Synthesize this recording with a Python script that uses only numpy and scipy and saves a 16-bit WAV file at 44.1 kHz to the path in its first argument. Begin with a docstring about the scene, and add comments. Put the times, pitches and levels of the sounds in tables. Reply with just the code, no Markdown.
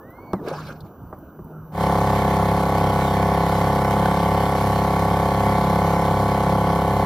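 """One-cylinder four-stroke outboard on a rubber boat: engine-order tones, phased by pulses in the cycle, beat
with the propeller; throbbing noise is the exhaust under water, rattled noise with droplet bursts the spray and
wake. It cross-fades in from a quiet anchorage: shaped noise laps at a hull, a thin squeal glides, faint air and
insects. A step on the rubber boat rings hull modes, with gulps, ticks, scuffs, tube hums and a rising slosh.
Two small microphone ports with a faint electronic whine; the left-right difference fades in the bass."""
import sys
import numpy as np
from scipy import signal
from scipy.fft import rfft, irfft
from scipy.io import wavfile
from scipy.ndimage import uniform_filter1d

SR = 44100
rng = np.random.default_rng(int(sys.argv[2]) if len(sys.argv) > 2 else 0)


def boost_factor(decibels):
    """Convert a level in decibels to a linear amplitude factor."""
    exponent = np.asarray(decibels, float) / 20
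    return 10 ** exponent


def generate_wav(sig):
    """Save sig (samples, or channels by samples) to the path in sys.argv[1] as 16-bit PCM at SR."""
    pcm = np.round(np.clip(np.atleast_2d(sig).T, -1, 1) * 32767).astype(np.int16)
    wavfile.write(sys.argv[1], SR, pcm)


N = 310905
T = np.arange(N) / SR

# cross-fade into the ride [t/s, share/1]
RIDE_SHARE = [(1.715, 0), (1.76, 0.32), (1.83, 1)]

# port pair: likeness [f/Hz, left-right likeness/1], lead [f/Hz, left lead/rad], shading [f/Hz, left-right level/dB]
PORT_LIKENESS = [(1200, 0.99), (2000, 0.74), (2700, 0.4), (4200, 0.67), (5100, 1), (6000, 0.45),
                 (9000, 0.33), (12000, 0.44), (15000, .4)]
PORT_LEAD = [(0, -4), (1890, 0.4), (2330, 1.8), (3100, 5.5), (4600, 6.1), (5400, 6.5), (6890, 8.5),
             (7240, 9.5), (8960, 10.5), (9820, 11.9), (11200, 12), (12400, 13), (13300, 16.7),
             (14500, 19.6), (16000, 16)]
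PORT_SHADING = [(1000, -8), (2000, -11), (4000, 5), (8000, 1), (15000, -1)]
RIDE_SIDE_EDGE_HZ, MOORED_SIDE_EDGE_HZ = 1860, 2580  # left-right difference fades below
MOORED_LEAK_DB = -18  # least gain on the left-right difference at anchor
TOP_EDGE_HZ = 15650

# electronic whine [f/Hz, level/dB]
WHINE_TONES = [(2998, -78), (6002, -76.5), (11999, -64), (14998, -65)]

# air spectrum [f/Hz, relative density/dB]
AIR_SPECTRUM = [(1800, -24), (2500, 0), (6000, -33), (9000, -23), (11500, -22), (13200, 10), (14500, -5),
                (15500, -18)]
AIR_DB = -67.5
CHIRR_HZ, CHIRR_DB, CHIRRS_PER_S = 10500, -82, 27  # far insects

# lapping-water spectrum [f/Hz, relative density/dB]
LAP_SPECTRUM = [(25, -49), (70, -2), (170, -4), (450, -13), (900, -18), (1500, -24.5), (1800, -44),
                (2300, -55.5)]
LAP_DB = -40
# gain added to the lapping as the boat is loaded
SURGE_S, SURGE_DB, SURGE_RISE_DB_PER_S, SURGE_FALL_DB_PER_S = 0.42, -40, 74, 75

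SQUEAL_TOP_S, SQUEAL_END_S, SQUEAL_EDGE_S = 0.265, 0.41, 0.014
SQUEAL_START_HZ, SQUEAL_TOP_HZ, SQUEAL_END_HZ = 1640, 2246, 1540  # before blur
CLIMB_BEND, DROP_BEND = 1.6, 3.3  # powers: eases up to the top, breaks away after it
# before flicker and pan; the octave starts at OCTAVE_START_DB
SQUEAL_BASE_DB, OCTAVE_START_DB, OCTAVE_GROWTH_DB_PER_S = -55, -88, 70

# wet scuffs on rubber [t/s, peak gain before flutter/dB]
SCUFF_TIMES = [(.455, -52), (0.486, -32.5), (.54, -41), (.59, -35), (0.674, -33.5), (.85, -57)]
# scuff spectrum [f/Hz, relative density/dB]
SCUFF_SPECTRUM = [(150, -35), (250, -12), (319, -5), (527, -5.5), (708, -21), (1070, -5), (1600, -7),
                  (1870, -35), (2260, -12), (3550, -22), (4080, -18), (7240, -30), (15800, -39)]
SCUFF_RISE_DB_PER_S, SCUFF_FALL_DB_PER_S = 510, 250

SLOSH_S, SLOSH_HOLD_S, SLOSH_GAIN_DB = 0.36, 0.19, -33.5
SLOSH_RISE_DB_PER_S, SLOSH_FALL_DB_PER_S = 300, 250
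SLOSH_START_HZ, SLOSH_OCTAVES_PER_S, SLOSH_KNOTS_PER_CYCLE = 205, 10.5, 1.2  # knots set the bandwidth

# air-tube hums [plateau start t/s, hold/s, level before waver/dB, f/Hz]
TUBE_HUMS = [(0.52, 0.16, -34, 152.7), (1.42, .33, -38.5, 157.3)]
TUBE_SLOPE_DB_PER_S = 160
# gritty ticks [t/s, gain/dB, centre f/Hz]
TICK_EVENTS = [(0.1022, -45, 13200), (0.4828, -30.5, 4000), (0.8044, -41, 3990), (1.1847, -48, 13300),
               (1.4426, -45, 13400)]
TICK_T60_S = 0.035
# water gulps [t/s, gain/dB, start f/Hz]
GULP_EVENTS = [(0.184, -32, 910), (0.423, -28, 356), (0.449, -21, 454), (0.475, -14, 406),
               (0.513, -16.5, 523), (0.534, -25, 790), (0.582, -22.5, 1082), (0.6, -37, 1290),
               (0.72, -41, 338), (1.226, -29, 280), (1.283, -34, 269)]
GULP_T60_S, GULP_CLIMB_PER_S = 0.044, 6.1  # climb: share of start pitch

# knocks [t/s, hull peak/dB, crack re peak/dB, gain of modes below 500 Hz/dB, rumble re peak/dB]
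HULL_KNOCKS = [(0.333, -12, -20, -4, -12.5), (1.127, -28, -42, -18, -7), (1.39, -30, -45, -1, -20)]
# hull modes [f/Hz, relative level/dB, T60/s]
HULL_MODES = [(101, -9, 0.13), (191.6, 3, 0.12), (345, 5, 0.058), (647, -7, 0.035), (1150, 0, 0.016),
              (1800, -26, 0.0086)]

# wake and spray spectrum [f/Hz, relative density/dB]
WAKE_SPECTRUM = [(1100, -33), (1300, -6), (1650, -13.5), (2150, -8.5), (2640, -16), (3200, -16.5),
                 (5000, -21), (7670, -22), (11100, -23.5), (14800, -24), (15800, -28)]
# engine-cover resonances [f/Hz, width/Hz, gain/dB]
COWL_RESONANCES = [(1530, 120, 2.5), (1795, 77, 5.5), (2260, 110, 4.5), (2964, 88, 6.5), (3140, 58, 8),
                   (3335, 150, 5.5), (3610, 64, 5.5), (4060, 220, 5), (4460, 480, 4), (5570, 220, 3),
                   (11300, 440, 5.5)]
# splats on the tube [t/s, treble gain/dB, body gain/dB]
SPLAT_EVENTS = [(3.3, -40, -26), (3.551, -35, -20), (3.75, -37, -30), (3.847, -37, -21), (3.909, -31, -21),
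                (4.057, -30, -11)]
WAKE_START_DB, WAKE_SAG_DB_PER_S, WAKE_SWELL_DB, WAKE_SWELLS_PER_S = -34, 0.28, 0.5, 3

# exhaust boiling under water [f/Hz, relative density/dB]
CHURN_SPECTRUM = [(15, -38), (25, -21), (70, -7), (176, 4), (356, -13), (537, -5), (615, -10), (730, -2),
                  (1500, -13.5), (1950, -62), (3300, -120)]
CHURN_DB = -29.5

# engine speed [t/s, four-stroke cycles per second/Hz]
CYCLE_RATE = [(1.8, 34.142), (2.39, 33.776), (2.56, 33.87), (2.98, 33.562), (3.1, 33.608), (3.7, 33.951),
              (3.83, 33.814), (4.22, 34.36), (4.54, 33.884), (5.18, 34.139), (5.41, 33.847), (5.53, 33.966),
              (5.98, 34.09), (6.11, 33.898), (6.77, 33.908), (7.05, 33.788)]
CYCLE_START_S = 2.0012  # one cycle begins here
# engine orders [multiple of cycle rate/1, relative level/dB]
ORDER_LEVELS = [(1, -24.5), (2, -2), (3, -0.5), (4, -2), (5, 0.5), (6, -1), (7, -18), (8, -8.5), (9, -8.5),
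                (10, -12.5), (11, -16), (12, -3.5), (13, -26.5), (14, -8), (15, -5), (16, -4), (17, -9.5),
                (18, -22), (19, -11), (20, -6.5), (21, -3.5), (22, -2.5), (23, -11), (24, -4), (25, -4.5),
                (26, -4.5), (27, -10), (28, -16.5), (29, -10.5), (30, -5.5), (31, -13.5), (32, -11),
                (33, -4.5), (34, -10.5), (35, -25), (36, -53), (37, -27.5), (38, -50), (39, -41), (40, -20),
                (41, -33), (42, -30.5), (43, -40), (44, -16), (45, -51), (46, -27), (47, -53), (48, -26),
                (49, -47), (50, -49), (51, -25), (52, -20.5), (53, -33), (54, -32), (55, -28), (56, -40),
                (57, -45), (58, -44), (59, -42), (60, -44), (61, -21.5), (62, -27), (63, -28), (64, -28.5),
                (65, -33), (66, -32)]
# pulses within the cycle that set the order phases [share of cycle/1, f/Hz, width/Hz, weight/dB]
CYCLE_PULSES = [(0.148, 838, 178, -2.0), (0.329, 1042, 147, -3.5), (0.382, 1118, 222, -1.0),
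                (0.417, 529, 185, -1.0), (0.44, 947, 226, -2.5), (0.48, 1451, 248, -4.0),
                (0.559, 734, 159, 3.0), (0.571, 2151, 249, -4.0), (0.618, 468, 76, -3.5),
                (0.635, 82, 31, 0.0), (0.74, 438, 87, -1.5), (0.762, 262, 47, -1.0), (0.787, 149, 24, 0.0),
                (0.799, 859, 226, -4.0), (0.892, 1762, 154, -4.0), (0.973, 199, 44, 0.0)]
# propeller beats [order/1, level re order/dB, lag of strongest sum/cycles, beats per round/1]
PROPELLER_BEATS = [(3, -10.5, 3, 2.2), (4, -9.5, 5.8, 1.002), (5, -11, 18.5, 1.006),
                   (6, -14.5, 10.2, 1.007)]
BEAT_ROUND_CYCLES = 27.9  # geared propeller against engine
ENGINE_DB, PORT_LAG_S = -18.5, 0.0001  # motor reaches the left port earlier


def evened(x):
    """Scales to rms 1 over all channels."""
    return x / np.sqrt(np.mean(x ** 2) + 1e-20)


def read(points, hz):
    """Reads a spectrum table on a log-frequency axis."""
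    f, value = np.transpose(points)
    return np.interp(np.log(hz + 1), np.log(f + 1), value)


def add(mix, s, sound):
    """Mixes a sound in at time s."""
    part = mix[..., round(s * SR):][..., :sound.shape[-1]]
    part += sound[..., :part.shape[-1]]


def drift(per_s, count):
    """Rows of unit-normal knots, per_s a second, joined by lines; the last knot holds."""
    knots = rng.standard_normal((count, int(N / SR * 80)))
    at = np.clip(T * per_s, 0, knots.shape[1] - 1)
    return np.array([np.interp(at, np.arange(len(k)), k) for k in knots])


def tent(s, db, rise, fall, hold=0):
    """Gain that climbs to db at time s, holds, and falls; slopes in dB per second."""
    return boost_factor(db - rise * np.maximum(s - T, 0) - fall * np.maximum(T - s - hold, 0))


def ring(hz, t60, climb=0):
    """Exponentially dying tone whose pitch may climb linearly."""
    t = np.arange(4000) / SR
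    onset = np.minimum(t / 0.0025, 1)
    return np.sin(2 * np.pi * hz * (t + climb * t ** 2 / 2)) * boost_factor(-60 * t / t60) * onset


def puff(db, t60):
    """Short exponentially dying window."""
    return boost_factor(db - 60 * np.arange(3000) / SR / t60)


def ports(z, other, hz):
    """Port-pair spectra: shared part, phase lead and shading by frequency."""
    same = np.clip(read(PORT_LIKENESS, hz), 0, 0.97)[:, None]
    twist = (np.exp(0.5j * read(PORT_LEAD, hz)) * boost_factor(read(PORT_SHADING, hz) / 2))[:, None]
    return np.array([z * twist, (same * z + np.sqrt(1 - same ** 2) * other) / twist])


def noise(tone, patchy_db, flicker_db, size=512, count=N):
    """Stereo noise from random short-time spectra with patches and wideband flicker."""
    hz = np.fft.rfftfreq(size, 1 / SR)
    frames = count // (size // 4) + 5
    a, b, c, d, patches = rng.standard_normal((frames, len(hz), 5)).T
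    patches = uniform_filter1d(patches, size=8, axis=0)
    patches = evened(uniform_filter1d(patches, size=14, axis=1))
    flicker = evened(uniform_filter1d(rng.standard_normal(frames), size=2))
    gain = boost_factor(read(tone, hz)[:, None] + patchy_db * patches + flicker_db * flicker)
    z = ports(a + 1j * b, c + 1j * d, hz) * gain
    return evened(signal.istft(z, nperseg=size, noverlap=size * 3 // 4)[1][:, :count])


def narrowed_bass(x, side_edge_hz, leak):
    """High-passes the left-right difference of a port pair, never below the gain leak."""
    hz = np.fft.rfftfreq(N, 1 / SR)
    gain = np.maximum((1 + (side_edge_hz / (hz + 1)) ** 6.2) ** -0.5, leak)
    side = irfft(rfft(x[0] - x[1]) * gain, N) / 2
    return x.mean(0) + np.array([side, -side])


def whine():
    """Electronics: steady sines, right channel 1.5 rad ahead."""
    phase = np.array([[0], [1.5]])
    return sum(boost_factor(db) * np.sin(2 * np.pi * hz * T + phase) for hz, db in WHINE_TONES)


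def air():
    """Faint patchy air noise."""
    return boost_factor(AIR_DB) * noise(AIR_SPECTRUM, patchy_db=3.5, flicker_db=1.5, size=512)


def insects():
    """Far chirr: narrow noise in repeated dying pulses of uneven timing."""
    phase = (T * CHIRRS_PER_S + 0.18 * drift(5, count=1)[0]) % 1
    band = [(CHIRR_HZ - 1200, -40), (CHIRR_HZ, 0), (CHIRR_HZ + 1200, -40)]
    return boost_factor(CHIRR_DB) * evened(np.exp(-phase / 0.12) * noise(band, 1, 1))


def lapping():
    """Water at the hull: low noise with one swell."""
    gain = boost_factor(LAP_DB) + tent(SURGE_S, SURGE_DB, SURGE_RISE_DB_PER_S, SURGE_FALL_DB_PER_S)
    return gain * noise(LAP_SPECTRUM, patchy_db=2.5, flicker_db=0.5, size=1024)


def squeal():
    """Thin tone and octave on one pitch arch, off to the right; stutter and blur grow after the top."""
    before = np.clip(1 - T / SQUEAL_TOP_S, 0, 1)
    after = np.clip((T - SQUEAL_TOP_S) / (SQUEAL_END_S - SQUEAL_TOP_S), 0, 1)
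    climb_hz = (SQUEAL_TOP_HZ - SQUEAL_START_HZ) * before ** CLIMB_BEND
    drop_hz = (SQUEAL_TOP_HZ - SQUEAL_END_HZ) * after ** DROP_BEND
    hz = SQUEAL_TOP_HZ - climb_hz - drop_hz
    blur = 0.009 * drift(90, count=1)[0] + 0.008 * after * drift(196, count=1)[0]
    phase = 2 * np.pi * np.cumsum(hz * (1 + blur)) / SR
    gate = np.clip(np.minimum(T, SQUEAL_END_S - T) / SQUEAL_EDGE_S, 0, 1)
    octave_db = OCTAVE_START_DB + OCTAVE_GROWTH_DB_PER_S * np.minimum(T, SQUEAL_END_S)
    octave = (1 - after ** 2) * boost_factor(octave_db) * np.sin(2 * phase)
    tone = boost_factor(SQUEAL_BASE_DB) * np.sin(phase) + octave
    stutter_db = 4.4 * after + (2.0 + 2.5 * after) * drift(90, count=1)[0]
    return boost_factor(np.array([[-5.5], [3.5]])) * gate * tone * boost_factor(stutter_db)


def scuffs():
    """Wet rubber: fluttering noise under sharp tents."""
    hiss = noise(SCUFF_SPECTRUM, patchy_db=3.5, flicker_db=0.5, size=256)
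    gain = sum(tent(s, db, SCUFF_RISE_DB_PER_S, SCUFF_FALL_DB_PER_S) for s, db in SCUFF_TIMES)
    return gain * boost_factor(2.0 * drift(140.2, count=1)) * hiss


def slosh():
    """Lumpy noise in a pocket of water whose resonance climbs as it closes."""
    hz = SLOSH_START_HZ * 2 ** (SLOSH_OCTAVES_PER_S * np.clip(T - SLOSH_S, 0, 0.3))
    turns = np.cumsum(hz) / SR
    at = turns * SLOSH_KNOTS_PER_CYCLE % 500
    knots = rng.standard_normal((502, 2)).T
    wobble = np.interp(at, np.arange(502), knots[0]) + 1j * np.interp(at, np.arange(502), knots[1])
    gain = tent(SLOSH_S, SLOSH_GAIN_DB, SLOSH_RISE_DB_PER_S, SLOSH_FALL_DB_PER_S, SLOSH_HOLD_S)
    return gain * (np.exp(2j * np.pi * turns) * wobble).real


def tube_hums():
    """Air tube: low tones with wavering amplitude and phase."""
    out = np.zeros(N)
    for s, hold, db, hz in TUBE_HUMS:
        a, b = 0.33 * drift(44.8, count=2)
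        tone = ((1 + a + 1j * b) * np.exp(2j * np.pi * hz * T)).real
        out += tent(s, db, TUBE_SLOPE_DB_PER_S, TUBE_SLOPE_DB_PER_S, hold) * tone
    return out


def ticks():
    """Short dying bursts of band noise."""
    out = np.zeros((2, N))
    for s, db, hz in TICK_EVENTS:
        grit = noise([(hz * 0.62, -30), (hz, 0), (hz * 1.5, -20)], 0, 0, size=256, count=3000)
        add(out, s, puff(db, TICK_T60_S) * np.minimum(T[:3000] / 0.003, 1) * grit)
    return out


def gulps():
    """Water gulps: dying tones of climbing pitch."""
    out = np.zeros(N)
    for s, db, hz in GULP_EVENTS:
        add(out, s, boost_factor(db) * ring(hz, GULP_T60_S, GULP_CLIMB_PER_S))
    return out


def hull_knocks():
    """Foot on the boat: multi-contact blows ring the hull modes, with crack and rumble noise."""
    out = np.zeros((2, N))
    crack = noise([(1000, 4), (3000, -3), (15000, -15)], 0, 0, size=256, count=3000)
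    rumble_tone = [(200, -7), (600, 8.0), (1300, -5.0), (2300, -20), (2700, -37)]
    rumble = noise(rumble_tone, 2.9, 2.1, size=256, count=3000)
    rumble_onset = np.minimum(T[:3000] / 0.0026, 1)
    for s, db, crack_db, low_modes_db, rumble_db in HULL_KNOCKS:
        body = sum(boost_factor(g + low_modes_db * (hz < 500)) * ring(hz, t60) for hz, g, t60 in HULL_MODES)
        contacts = (rng.random(700) < 0.012) * rng.standard_normal(700) * puff(-14, 0.035)[:700]
        contacts[0] = -1
        body = np.convolve(body, contacts)
        add(out, s, boost_factor(db) * body / abs(body).max())
        add(out, s, puff(db + crack_db, 0.017) * crack)
        add(out, s, puff(db + rumble_db, 0.15) * rumble_onset * rumble)
    return out


def wake(turns):
    """Spray and wake: hiss through cowl resonances, rattled by the cycle, with droplets and tube splats."""
    hiss = noise(WAKE_SPECTRUM, patchy_db=1.5, flicker_db=0.7, size=1024)
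    hz = np.fft.rfftfreq(N, 1 / SR)
    cowl_db = sum(g / (1 + ((hz - f) / w * 2) ** 2) for f, w, g in COWL_RESONANCES)
    hiss = evened(irfft(rfft(hiss) * boost_factor(cowl_db), N))
    rattle = boost_factor(1.37 * np.cos(2 * np.pi * (turns - 0.45)) + 1.3 * np.cos(6 * np.pi * (turns - 0.49)))
    hits = (rng.random(N) < 300 / SR) * boost_factor(2.6 * np.minimum(rng.exponential(1, N), 4))  # 300 per s
    drops = 1 + 0.15 * signal.lfilter([1], [1, -np.exp(-1 / (0.0013 * SR))], hits)
    swell_db = WAKE_SWELL_DB * drift(WAKE_SWELLS_PER_S, count=1)
    out = boost_factor(WAKE_START_DB - WAKE_SAG_DB_PER_S * T + swell_db) * evened(hiss * rattle * drops)
    body = (ring(760, 0.023) + 0.76 * ring(1490, 0.025))[:3000]
    for s, db, body_db in SPLAT_EVENTS:
        treble = puff(db, 0.017) * hiss[:, round(s * SR):][:, :3000]
        add(out, s, treble + boost_factor(body_db) * body)
    return out


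def churn(turns):
    """Exhaust boiling under water: low noise throbbing once a cycle."""
    throb = boost_factor(2.15 * np.cos(2 * np.pi * (turns - 0.55)))
    boil = noise(CHURN_SPECTRUM, patchy_db=1, flicker_db=1.5, size=2048)
    return boost_factor(CHURN_DB) * evened(throb * boil)


def cycle():
    """Running count of four-stroke cycles: the integral of the cycle rate."""
    turns = np.cumsum(np.interp(T, *np.transpose(CYCLE_RATE))) / SR
    return turns - turns[round(CYCLE_START_S * SR)]


def engine(turns):
    """Engine orders phased by the pulses, beating with the propeller; timing and firing strength vary."""
    order, db = np.transpose(ORDER_LEVELS)
    hz = order * np.mean(CYCLE_RATE, 0)[1]
    pulses = sum(boost_factor(g) * np.exp(-((hz - f) / w) ** 2 - 2j * np.pi * order * at)
                 for at, f, w, g in CYCLE_PULSES)
    jitter = 0.0019 * drift(30, count=1)[0]  # cycles
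    waver_db = 0.7 * drift(6, count=5)
    slip = 0.11 * drift(14, count=5)  # rad, before loose
    blades = {k: boost_factor(g) * np.exp(2j * np.pi * beats * (turns - at) / BEAT_ROUND_CYCLES)
              for k, g, at, beats in PROPELLER_BEATS}
    tone = np.zeros(N)
    for k, g, lag in zip(order, db, np.angle(pulses)):
        j = int(k) % 5
        loose = 1 + (k / 40) ** 2  # high orders lose step sooner
        spin = np.exp(1j * (2 * np.pi * k * (turns + jitter) + lag + loose * slip[j]))
        tone += boost_factor(g + loose * waver_db[j]) * (spin * (1 + blades.get(k, 0))).real
    firing = (np.maximum(turns + 20, 0) + 0.7).astype(int)
    firing_db = 0.37 * rng.standard_normal(400)[firing]
    tone = evened(tone * uniform_filter1d(boost_factor(firing_db), size=200))
    lead = [[0.5], [-0.5]] * np.gradient(tone) * PORT_LAG_S * SR  # first-order delay between ports
    return boost_factor(ENGINE_DB) * (tone + lead)


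def scene():
    """The anchorage cross-fades into the ride."""
    turns = cycle()
    ride = np.interp(T, *np.transpose(RIDE_SHARE))
    anchorage = air() + insects() + lapping() + squeal()
    step = scuffs() + slosh() + tube_hums() + ticks() + gulps() + hull_knocks()
    moored = narrowed_bass(anchorage + step, MOORED_SIDE_EDGE_HZ, boost_factor(MOORED_LEAK_DB))
    under_way = narrowed_bass(wake(turns) + churn(turns) + engine(turns), RIDE_SIDE_EDGE_HZ, 0)
    return (1 - ride) * moored + ride * under_way


def top_cut(x):
    """Nothing passes above the cut-off."""
    return signal.sosfilt(signal.butter(12, 16470, fs=SR, output="sos"), x)


def record(dry):
    """Adds the whine and cuts the top."""
    hz = np.fft.rfftfreq(N, 1 / SR)
    mix = irfft(rfft(dry + whine()) * (hz < TOP_EDGE_HZ), N)
    return top_cut(mix)


dry = scene()
out = record(dry)
generate_wav(out)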